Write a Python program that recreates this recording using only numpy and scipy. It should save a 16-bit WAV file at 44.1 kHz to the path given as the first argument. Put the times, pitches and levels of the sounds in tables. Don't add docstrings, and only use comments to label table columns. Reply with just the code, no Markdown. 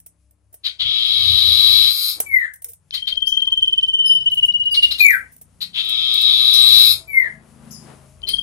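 import sys
import numpy as np
from scipy import signal
from scipy.fft import rfft, irfft, next_fast_len
from scipy.io import wavfile
from scipy.ndimage import uniform_filter1d

SR = 44100
rng = np.random.default_rng(int(sys.argv[2]) if len(sys.argv) > 2 else 0)


def how_loud(loudness_db):
    steps = np.asarray(loudness_db, float) / 20
    return 10 ** steps


def file_out(sig):
    cols = np.atleast_2d(sig).T
    lim = np.clip(cols, -1, 1)
    pcm = np.round(lim * 32767).astype(np.int16)
    wavfile.write(sys.argv[1], SR, pcm)


N = 371322

# (time [s], level [dB])
TRAFFIC_NEARNESS = [(0, -19.5), (.4, -23), (1.1, -10), (1.5, -11.5), (2.099, -15), (2.6, -21), (3.0, -16),
                    (3.5, -13.5), (4.602, -5.5), (5.099, -4.5), (5.4, -12), (5.9, -5.5), (6.3, -10.5),
                    (6.8, -14), (7.3, -6), (7.85, 1.5), (8.15, -7.5), (8.42, -5)]
# (frequency [Hz], density [dB per Hz])
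RUMBLE_SPECTRUM = [(20, 1.5), (40, 0.5), (60, 15), (110, 12.5), (135, -4.5), (200, -44), (600, -100)]
DRONE_SPECTRUM = [(90, -39.5), (135, 7.5), (200, 2.5), (260, -0.5), (350, -9), (500, -26), (1500, -100)]
MURMUR_SPECTRUM = [(200, -18), (290, 1.5), (650, -2.5), (1000, -3.5), (2500, -16.5), (5000, -23),
                   (12000, -82)]
HISS_SPECTRUM = [(1470, -19), (2500, -13.5), (3710, -19), (6540, -13.5), (9050, -11), (9980, -4.5),
                 (12600, -22.5), (15200, -37)]
BOOM_SPECTRUM = [(30, -40.5), (60, -6.5), (85, 4.5), (112, 2), (140, -10.5), (200, -42), (600, -100)]
LAYER_LEVEL_DB = [-49.5, -48.5, -54, -58]
LAYER_SWELL_SHARE = [0.62, 1.31, 1.17, 1.01]
# (time [s], rate [Hz])
ENGINE_FIRING = [(0.7, 33.2), (0.98, 32.6), (1.3, 28.7), (2.22, 24.3), (2.61, 21.9), (2.8, 20.0),
                 (3.08, 19.5), (3.38, 23.3), (3.7, 26.5), (4.09, 29.4), (4.49, 29.8), (5.89, 29.7),
                 (6.51, 26.9), (7.07, 27.7), (7.8, 26.5), (8.4, 27.9)]
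# (time [s], level [dB], half width [s])
BASS_SWELLS = [(0.868, -47, 0.042), (1.29, -42, 0.087), (1.498, -49, 0.08), (1.71, -48, 0.19),
               (2.34, -51, 0.079), (6.802, -41, 0.2)]
# (time [s], level [dB], half width [s])
MURMUR_GUSTS = [(2.21, -50.5, 0.059), (2.67, -66.5, 0.017), (3.12, -70.5, 0.017), (3.45, -64.5, 0.14),
                (5.03, -67, 0.014), (6.8, -52, 0.25), (7.24, -48.5, 0.074), (7.9, -51.5, 0.049)]
# (start [s], length [s], resonance [Hz], level [dB])
HOLLOW_MOANS = [(0, 1, 596, -82), (1.751, 0.14, 223, -59.5), (2.634, 0.09, 477, -62),
                (3.076, 0.12, 622, -62.5), (3.411, 0.17, 1042, -63), (3.619, 0.12, 357, -59.5),
                (4.105, 0.23, 738, -74), (6.742, 0.8, 652, -60.5), (7.704, 0.65, 623, -62.5),
                (8.234, 0.12, 387, -55)]

# (time [s], peak [dB], perch knock [dB], scuff length [s])
BAR_TICKS = [(0.0014, -41, -40, 0.0015), (0.0625, -36, -23, 0.0033), (0.31, -50, -25, 0.0014),
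             (0.5286, -46.5, -18, 0.0042), (0.5417, -38, -16.5, 0.0031), (2.2022, -10.5, -20, 0.0023),
             (2.537, -34.5, -40, 0.0033), (2.559, -39.5, -37, 0.0014), (2.6206, -34, -25, 0.0027),
             (2.644, -21.5, -35, 0.0019), (2.686, -35.5, -34, 0.0082), (2.7184, -42.5, -21, 0.0018),
             (2.734, -34.5, -32, 0.0018), (4.313, -35.5, -50, 0.0034), (4.345, -31, -40, 0.003),
             (4.3785, -35.5, -44, 0.0041), (4.454, -30.5, -24, 0.0034), (4.668, -49.5, -21, 0.00091),
             (4.724, -27, -34, 0.0021), (5.322, -47, -28.5, 0.01), (5.365, -38.5, -27, 0.00098),
             (5.3802, -50.5, -27, 0.0034), (5.414, -37, -20, 0.0041), (5.846, -35.5, -18, 0.0036),
             (5.8904, -26.5, -30, 0.0042), (6.1395, -22.5, -26.5, 0.0032), (6.215, -20, -28.5, 0.002),
             (7.658, -60.5, -25, 0.003), (6.539, -20, -49, .006), (8.2893, -15, -31, 0.001)]
# (frequency [Hz], density [dB per Hz])
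SCUFF_SPECTRUM = [(880, -89.5), (1500, -25), (3080, -25), (4810, -28), (5240, -17.5), (7150, -16.5),
                  (9030, -0.5), (15200, -2.5)]
# (frequency [Hz], level [dB], T60 [s])
PERCH_MODES = [(462, 2, 0.049), (670, 13, 0.025), (1170, -9.5, 0.023)]

# (time [s], start pitch [Hz], end pitch [Hz], length [s], level [dB])
FAR_CHIRPS = [
    (3.26, 4180, 6980, 0.024, -41),
    (4.054, 5154, 5020, 0.033, -34.5),
    (4.705, 4960, 4400, 0.056, -42),
    (6.532, 4350, 6100, 0.01, -28),
    (6.613, 4135, 4114, 0.017, -33),
    (6.727, 5790, 5560, .02, -37.5),
    (6.77, 5380, 4987, 0.036, -37),
    (7.707, 4600, 7840, .012, -45),
    (7.718, 5530, 4750, 0.046, -50.5),
    (8.275, 4980, 4800, 0.039, -40.5),
]

# (time [s], pitch [Hz], level [dB])
TRILLS = [
    [(2.907, 3163, -25.5), (3.056, 3202, -14.5), (3.404, 3142, -6.5), (3.556, 3125, -6.5),
     (3.811, 3063, -8.5), (4.132, 3021, -9), (4.466, 2937, -13.5), (4.696, 2933, -12.5), (4.926, 2838, -26)],
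    [(8.217, 3107, -24.5), (8.27, 3197, -16), (8.32, 3250, -9), (8.369, 3248, -13.5)],
]
# (notes sung so far [1], time [s])
TRILL_PACE = [
    [(0, 2.907), (10, 3.404), (18, 3.811), (24, 4.132), (30, 4.466), (38, 4.926)],
    [(0, 8.217), (1, 8.27), (3, 8.369)],
]
# (time [s], extra level [dB])
NOTE_ACCENTS = [(3.76, 0.5), (3.865, -1.5), (4.025, -1.5), (4.08, 2.5), (4.19, -5.5), (4.243, 3.5),
                (4.3, -3), (4.355, -2), (4.41, 5.5), (4.52, 0.5), (4.64, 0.5), (4.7, -1.5), (4.755, 10),
                (4.81, 13.5)]
FIRST_TICK_LEVEL_DB = [-29, -46]
# (pitch multiple [1], level [dB])
REED_PARTIALS = [(2, -25.5), (3, -20.5), (4, -29), (5, -21.5)]
# (time [s], left minus right [dB])
HEAD_BALANCE = [(2.9, -4), (3.12, .5), (3.36, 0), (3.73, -10), (4.2, -7), (4.5, -3), (4.6, -7), (4.9, -6),
                (8.2, 3), (8.4, 3)]

# (time [s], effort [dB], beak opening [0-1])
RASP_GESTURES = [
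    [(.84, -23, 0), (1.076, -21.5, 0.27), (1.39, -19.5, .5), (1.74, -17, 0.63), (1.88, -18, 0.62),
     (1.928, -25, 0.95), (2.102, -23.5, 1.02), (2.17, -43.5, 0.96)],
    [(5.76, -41.5, 0.7), (5.8, -30, 0.16), (5.92, -23, .1), (6.3, -18.5, 0.36), (6.5, -19, 0.5),
     (6.806, -14, 0.73), (6.924, -18, 0.92), (6.98, -70.5, 1)],
]
RASP_BUZZ_DEPTH = [.15, .5]
RASP_FLUTTER_DEPTH = [.55, .25]
RASP_WIDTH_HZ = [1500, 1250]
RASP_THROAT_FACTOR = [0.98, .95]
# (pitch multiple [1], level [dB])
BYPASS_PARTIALS = [(1, -29), (2, -23.5), (3, -17.5), (4, -32.5), (5, -39), (6, -37)]
# (frequency [Hz], gain [dB])
WINDPIPE_RESPONSE = [(900, -35), (1150, -1.5), (2600, -1), (2780, 0.5), (3000, -3.5), (5000, 0.6),
                     (5600, -5), (6600, -6)]
# (time [s], peak [dB], brightness [dB], throat resonance [Hz], length [s])
CHIP_CALLS = [(0.6387, -14, -25, 3860, 0.058), (0.792, -12, -30, 3540, 0.057),
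              (2.936, -14, -15, 4076, 0.033), (3.071, -15.5, -20, 3780, 0.037),
              (4.744, -11, -19, 4270, 0.024), (4.823, -13, -12, 3854, 0.036),
              (4.908, -12.5, -14.5, 3950, 0.032), (4.98, -16.5, -7.5, 4165, 0.05),
              (5.6086, -17.5, -12, 4050, 0.036), (5.7308, -16, -24.5, 3410, 0.12),
              (8.269, -18.5, -21.5, 4280, 0.05)]
# (frequency [Hz], gain [dB])
BODY_RESPONSE = [(500, -31), (1100, -9.5), (1550, -2.5), (2600, 0), (4200, -3), (6000, -2.5), (15000, -5)]
# (time [s], pitch [Hz], level [dB])
FALLING_WHISTLES = [
    [(2.25, 2384, -57), (2.272, 2276, -36), (2.31, 2193, -35.5), (2.345, 2081, -17), (2.38, 1995, -23.5),
     (2.41, 1880, -26.5), (2.45, 1710, -24.5), (2.47, 1700, -38), (2.5, 1420, -54.5)],
    [(4.997, 2492, -19.5), (5.015, 2426, -9.5), (5.05, 2294, -15.5), (5.08, 2172, -23.5), (5.11, 1920, -16),
     (5.146, 1536, -21.5), (5.16, 1490, -39), (5.18, 1206, -38)],
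    [(7.07, 2330, -50), (7.1, 2315, -40), (7.135, 2188, -29), (7.172, 2113, -18), (7.212, 1990, -25.5),
     (7.25, 1814, -27.5), (7.275, 1686, -32), (7.3, 1610, -57)],
]
# (frequency [Hz], level [dB])
OVERTONE_RESPONSE = [(3000, -58), (4400, -54), (6500, -65.5), (9000, -43), (10500, -40.5), (12000, -30.5),
                     (14000, -42), (15500, -66)]
OVERTONE_LEVEL_DB = [-8, 3, -7.5]
OVERTONE_LOSS_DB = [13, 1.5, 25]
# (pitch multiple [1], level [dB])
HOARSE_PARTIALS = [(1, -3.8), (2, -15.5), (5, -21.5), (6, -25)]
# (frequency [Hz], width [Hz], depth share [1])
BAR_NULLS = [
    [(1720, 200, .8), (2780, 150, .93), (3520, 130, .85), (5350, 130, .85), (6050, 220, .9),
     (7700, 300, .7)],
    [(1750, 200, .7), (2850, 150, .75), (3420, 100, .5), (6000, 150, .6), (7700, 350, .75)],
]

# (frequency [Hz], T60 [s])
PORCH_DECAY = [(200, 0.04), (1000, 0.18), (2200, 0.28), (4000, 0.17), (8000, 0.37), (14000, 0.09)]
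# (frequency [Hz], left minus right [dB])
PORT_BALANCE = [(60, 4.5), (150, 6.5), (380, 7.5), (940, 6), (2360, 9.5), (5910, 10.5), (14800, -4)]
# (frequency [Hz], level [dB per bin])
DROPOUT_FLOOR = [(1000, -125), (11000, -118), (12500, -100), (15000, -100.5), (16000, -63.5)]
# (frequency [Hz], depth under loudest band [dB])
DROPOUT_RANGE = [(1000, 56), (3000, 54), (6000, 54), (10000, 52), (12000, 44), (15000, 36)]


def evened(x):
    return x / np.sqrt(np.mean(x ** 2) + 1e-20)


def read(points, hz):
    f, value = np.transpose(points)
    return np.interp(np.log(hz + 1), np.log(f + 1), value)


def track(rows):
    return np.interp(np.arange(N) / SR, *np.transpose(rows))


def curves(rows):
    s, *columns = np.transpose(rows)
    t = np.arange(s[0], s[-1], 1 / SR)
    return [np.interp(t, s, c) for c in columns]


def add(mix, s, sound):
    part = mix[max(round(s * SR), 0):][:len(sound)]
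    part += sound[:len(part)]


def apply_gain(x, gain_at):
    length = x.shape[-1]
    size = next_fast_len(length, True)
    gain = gain_at(np.fft.rfftfreq(size, 1 / SR))
    return irfft(rfft(x, size) * gain, size)[..., :length]


def colour(x, db_table):
    return apply_gain(x, lambda hz: how_loud(read(db_table, hz)))


def wander(size, hz):
    width = max(int(SR / hz / 2), 1)
    once = uniform_filter1d(rng.standard_normal(size), width)
    return evened(uniform_filter1d(once, width))


def resonate(x, hz, width_hz):
    turn = np.exp(2j * np.pi * np.cumsum(hz * np.ones(len(x))) / SR)
    r = np.exp(-np.pi * width_hz / SR)
    smooth = signal.lfilter([1 - r], [1, -r], x / turn + 1e-18)
    return 2 * (turn * smooth).real


def partials(hz, table, scatter=0.0):
    phase = 2 * np.pi * np.cumsum(hz) / SR
    return sum(how_loud(db) * np.cos(k * phase + scatter * 2 * np.pi * rng.random()) for k, db in table)


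def swells(rows):
    t = np.arange(0, N, 64) / SR
    gain = sum(how_loud(db) * np.exp(-((t - s) / width_s) ** 2) for s, db, width_s in rows)
    return np.interp(np.arange(N) / SR, t, gain)


def street():
    near_db = track(TRAFFIC_NEARNESS)
    gains = [how_loud(db + share * near_db) for db, share in zip(LAYER_LEVEL_DB, LAYER_SWELL_SHARE)]
    gains[2] = gains[2] + swells(MURMUR_GUSTS)
    gains.append(swells(BASS_SWELLS))
    firing_hz = track(ENGINE_FIRING) * (1 + 0.003 * wander(N, 3.2))
    cylinders = [(k, 5.1 * wander(N, 1.6)) for k in range(2, 10)]
    engine = evened(partials(firing_hz, cylinders, scatter=0.91))
    spectra = [RUMBLE_SPECTRUM, DRONE_SPECTRUM, MURMUR_SPECTRUM, HISS_SPECTRUM, BOOM_SPECTRUM]
    port_differences = [1.7, 1.3, 1.2, 0.5, 0.9]
    engine_shares = [0.38, 0.45, 0.2, 0.07, 0.35]
    out = np.zeros((2, N))
    for gain, spectrum, apart, tonal in zip(gains, spectra, port_differences, engine_shares):
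        shared, left, right = rng.standard_normal((3, N))
        air = shared + tonal * engine + apart * np.array([left, right])
        out += gain * how_loud(2.4 * wander(N, 6)) * evened(colour(air, spectrum))
    return out


def moans(width_hz=22):
    out = np.zeros(N)
    for s, length_s, hz, db in HOLLOW_MOANS:
        air = rng.standard_normal(int(length_s * SR))
        ring = evened(resonate(resonate(air, hz, width_hz), hz, width_hz))
        add(out, s, how_loud(db) * ring * signal.windows.tukey(len(air), 0.6))
    return out


def cage():
    scuffs, knocks = np.zeros(N), np.zeros(N)
    t = np.arange(3000) / SR
    ring = sum(how_loud(db - 60 * t / t60) * np.sin(2 * np.pi * hz * t) for hz, db, t60 in PERCH_MODES)
    grit = evened(colour(rng.standard_normal(N), SCUFF_SPECTRUM))
    for s, db, knock_db, length_s in BAR_TICKS:
        u = t / length_s
        add(scuffs, s - length_s / 2, how_loud(db + 2) * u * np.exp(1 - u))
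        add(knocks, s, how_loud(db + knock_db - 8) * ring)
    return scuffs * grit + knocks


def far_bird():
    out = np.zeros(N)
    for s, from_hz, to_hz, length_s, db in FAR_CHIRPS:
        hz = np.linspace(from_hz, to_hz, int(length_s * SR))
        hz = hz * (1 + 0.005 * wander(len(hz), 600))
        chirp = partials(hz, [(1, 1.0), (2, 0.97)])
        add(out, s, how_loud(db) * chirp * signal.windows.tukey(len(hz), 0.4))
    return out


def trill_notes(spread_db=1.3, tick_db=-42, tick_spread_db=3.5):
    rows = []
    for trill, pace, first_db in zip(TRILLS, TRILL_PACE, FIRST_TICK_LEVEL_DB):
        s, hz, db = np.transpose(trill)
        k = np.arange(pace[-1][0] + 1)
        at = np.interp(k, *np.transpose(pace))
        held = np.clip((k - 12) / (21 - 12), 0, 1)
        luck_db = spread_db * rng.standard_normal(len(k))
        tick_luck_db = tick_spread_db * rng.standard_normal(len(k))
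        accent_db = sum(more_db * (abs(at - when) < 0.025) for when, more_db in NOTE_ACCENTS)
        note_db = np.interp(at, s, db) + accent_db + luck_db
        ticks_db = np.where(k == 0, first_db, tick_db + tick_luck_db)
        rows += zip(at, np.interp(at, s, hz), note_db, ticks_db, held)
    return rows


def triller(gap_s=0.009, rise_s=0.013, fall_s=0.01, slide=0.1, slide_s=0.005, reedy_s=0.008):
    short_hold_s, long_hold_s, second_tick_s = 0.002, 0.02, 0.019
    out = np.zeros(N)
    t = np.arange(200) / SR
    tick_hz = 4500 - 280000 * t
    tick = np.sin(2 * np.pi * np.cumsum(tick_hz) / SR) * np.hanning(len(t))
    for s, pitch_hz, db, tick_db, held in trill_notes():
        hold_s = short_hold_s + (long_hold_s - short_hold_s) * held ** 2
        u = np.arange(int((rise_s + hold_s + fall_s) * SR)) / SR
        hz = pitch_hz * (1 - slide * np.exp(-u / slide_s))
        swell = np.clip(np.minimum(u / rise_s, (u[-1] - u) / fall_s), 0, 1) ** 2
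        whistle = swell * partials(hz, [(1, 0.0045)])
        rough_hz = hz * (1 + 0.0049 * wander(len(u), 900))
        reed = swell * np.exp(-u / reedy_s) * partials(rough_hz, REED_PARTIALS)
        leak = how_loud(-39) * np.sqrt(swell) * rng.standard_normal(len(u))
        add(out, s + gap_s, how_loud(db) * (whistle + reed + leak))
        add(out, s, how_loud(tick_db) * tick * (1 + 1.1 * wander(len(t), 1500)))
        second = tick[::-1] * (1 + 1.3 * wander(len(t), 1500))
        add(out, s + second_tick_s, min(2 * held, 1) * how_loud(tick_db) * second)
    return out


def rasp(effort_db, bright_db, throat_hz, buzz_hz, pitch_hz, swing=0.13, rough=0.024, gate=0.55,
         flutter=0.05, width_hz=1450, low_db=0.0):
    size = len(buzz_hz)
    beat = 2 * np.pi * np.cumsum(buzz_hz * (1 + 0.024 * wander(size, 70))) / SR
    hz = pitch_hz * (1 + swing * np.sin(beat + 0.8) + rough * wander(size, 500))
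    air = 1 + gate * np.cos(beat) + flutter * np.cos(3 * beat + 1.9)
    drive = air * partials(hz, [(2, -9.5), (3, 7), (4, -3.5), (5, -4)])
    throat = evened(resonate(resonate(drive, throat_hz, width_hz), throat_hz, width_hz))
    upper = [(6, 0.0), (7, -20.5), (8, 6.5), (9, 6.5), (10, 4.5), (11, -6.5), (12, 0.5), (13, -0.5)]
    bright_band = evened(air * partials(hz, upper))
    bright_band = evened(resonate(bright_band, 3 * throat_hz, 3100) + 0.093 * bright_band)
    bypass = air * partials(hz, BYPASS_PARTIALS)
    return how_loud(effort_db) * (throat + how_loud(low_db) * bypass + how_loud(bright_db) * bright_band)


def long_rasps():
    shut_hz, open_hz = 3253, 4600
    shut_db, open_db = -30.5, 0
    shut_buzz_hz, open_buzz_hz = 125, 115
    shut_swing, open_swing = 0.1, 0.12
    voice_hz, scoop_depth, scoop_s = 1193.5, 0.2, 0.018
    out = np.zeros(N)
    for rows, gate, flutter, factor, width_hz in zip(
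            RASP_GESTURES, RASP_BUZZ_DEPTH, RASP_FLUTTER_DEPTH, RASP_THROAT_FACTOR, RASP_WIDTH_HZ):
        effort_db, gape = curves(rows)
        scoop = 1 - scoop_depth * np.exp(-np.arange(len(gape)) / SR / scoop_s)
        sound = rasp(effort_db,
                     bright_db=shut_db + (open_db - shut_db) * gape,
                     throat_hz=factor * (shut_hz + (open_hz - shut_hz) * gape ** 1.15),
                     buzz_hz=shut_buzz_hz + (open_buzz_hz - shut_buzz_hz) * gape,
                     pitch_hz=voice_hz * scoop * (1 + 0.005 * wander(len(gape), 6)),
                     swing=shut_swing + (open_swing - shut_swing) * gape,
                     gate=gate, flutter=flutter, width_hz=width_hz)
        add(out, rows[0][0], sound * signal.windows.tukey(len(sound), 0.03))
    return colour(out, WINDPIPE_RESPONSE)


def chip(db, bright_db, throat_hz, length_s):
    one = np.ones(int(length_s * SR))
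    burst = rasp(db - 9, bright_db, throat_hz * one, 190 * one, 1180 * one,
                 swing=0.17, rough=0.18, gate=0.04, width_hz=1150, low_db=6.5)
    return colour(burst, BODY_RESPONSE) * signal.windows.tukey(len(one), 0.9)


def falling_whistle(hz, db, edge_db, loss_db):
    edge_hz, overtone_follow, crack_db, pitch_scatter = 2020, 0.3, -17.5, 0.12
    pure = how_loud(db) * partials(hz, [(1, 0.0066)])
    shift_db = edge_db - loss_db * np.maximum(edge_hz - hz, 0) / 100
    overtones = partials(hz, [(k, read(OVERTONE_RESPONSE, k * hz) + shift_db) for k in range(2, 9)])
    cracked_hz = hz * (1 + pitch_scatter * wander(len(hz), 500))
    hoarse = np.clip((edge_hz - hz) / 150, 0, 1) * partials(cracked_hz, HOARSE_PARTIALS)
    leak = 2 * colour(rng.standard_normal(len(hz)), BODY_RESPONSE)
    sound = pure + how_loud(overtone_follow * db) * overtones + how_loud(db + crack_db) * hoarse + how_loud(db - 41.5) * leak
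    return np.sqrt(2) * sound * signal.windows.tukey(len(sound), 0.12)


def rasper():
    out = long_rasps()
    for s, *settings in CHIP_CALLS:
        add(out, s - 0.006, chip(*settings))
    for rows, edge_db, loss_db in zip(FALLING_WHISTLES, OVERTONE_LEVEL_DB, OVERTONE_LOSS_DB):
        hz, db = curves(rows)
        add(out, rows[0][0], falling_whistle(hz, db, edge_db, loss_db))
    return out


def porch(x, wet_db, lag, pan_db, apart=0.5, ring=0.91, turns=1.3):
    size = SR * 2 // 5
    taps = np.zeros((6, size))
    at = np.arange(120, size - 20, 20) + rng.integers(0, 20, (6, (size - 121) // 20))
    np.put_along_axis(taps, at, rng.choice([-1., 1.], at.shape), 1)
    angle = 2 * np.pi * turns * np.arange(N) / SR
    both = np.array([x, x])
    for place, share in zip(taps.reshape(2, 3, size), [np.cos(angle), np.sin(angle)]):
        hz, t, z = signal.stft(place[0] + apart * place[1:], SR, nperseg=256)
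        decay = how_loud(-60 * t / (ring * read(PORCH_DECAY, hz)[:, None]))
        tail = signal.istft(z * decay, SR, nperseg=256)[1]
        echo = signal.oaconvolve((share * x)[None], tail, axes=1)[:, :N]
        both = both + how_loud(wet_db) / np.linalg.norm(tail[0]) * echo
    left = np.pad(both[0], (int(lag), 0))[:N]
    return np.array([left * how_loud(pan_db / 2), both[1] * how_loud(-pan_db / 2)])


def cancel(x, nulls):
    def dips(hz):
        return np.prod([1 - share / (1 + (2 * (hz - at_hz) / width_hz) ** 2)
                        for at_hz, width_hz, share in nulls], axis=0)
    return apply_gain(x, dips)


def scene():
    hop_s = 2.83
    bars = porch(cage(), wet_db=-7, lag=2, pan_db=-1.5, apart=1.4, ring=0.6)
    far = porch(far_bird(), wet_db=5, lag=3, pan_db=5, apart=1.5, ring=1.3)
    s, turn_db = np.transpose(HEAD_BALANCE)
    turn = how_loud(np.outer([0.5, -0.5], np.interp(np.arange(N) / SR, s, turn_db)))
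    trill = turn * porch(triller(), wet_db=-9, lag=8, pan_db=0, apart=1.0, ring=0.85)
    near = how_loud(3.5) * porch(rasper(), wet_db=-0.5, lag=7, pan_db=-0.7, apart=1.1, turns=0.5987)
    parts = np.split(near, [int(hop_s * SR)], axis=1)
    near = np.hstack([cancel(part, nulls) for part, nulls in zip(parts, BAR_NULLS)])
    return street() + moans() + bars + far + trill + near


def drop_weak_treble(x, chance_db=8, size=4):
    top = 504
    hz, _, z = signal.stft(x, SR, nperseg=1024, noverlap=768)
    frames = z.shape[2]
    power = uniform_filter1d(abs(z) ** 2, 8, axis=2)[:, :top]
    db = 10 * np.log10(power.reshape(2, -1, size, frames).mean(2) + 1e-20)
    luck = rng.standard_normal((frames // 4 + 1, db.shape[1])).T
    luck = np.repeat(luck, 4, axis=1)[:, :frames]
    luck = evened(uniform_filter1d(luck, size=14, axis=1))
    band_hz = hz[size // 2:top:size]
    floor_db = read(DROPOUT_FLOOR, band_hz)[:, None]
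    relative_db = db.max(1, keepdims=True) - read(DROPOUT_RANGE, band_hz)[:, None]
    keep = (db + chance_db * luck > relative_db) & (db + 3 * luck > floor_db)
    keep[:, :6] = True
    z[:, :top] *= np.repeat(np.maximum(keep, 0.02), size, axis=1)
    return signal.istft(z, SR, nperseg=1024, noverlap=768)[1][:, :N]


def roll_off(x):
    return signal.sosfilt(signal.butter(12, 15400, fs=SR, output="sos"), x)


def record(dry):
    hz, db = np.transpose(PORT_BALANCE)
    left = colour(dry[0], np.transpose([hz, db / 2]))
    right = colour(dry[1], np.transpose([hz, -db / 2]))
    clipped = np.clip(np.array([left, right]), -1, 1)
    mix = drop_weak_treble(clipped)
    return roll_off(mix)


dry = scene()
out = record(dry)
file_out(out)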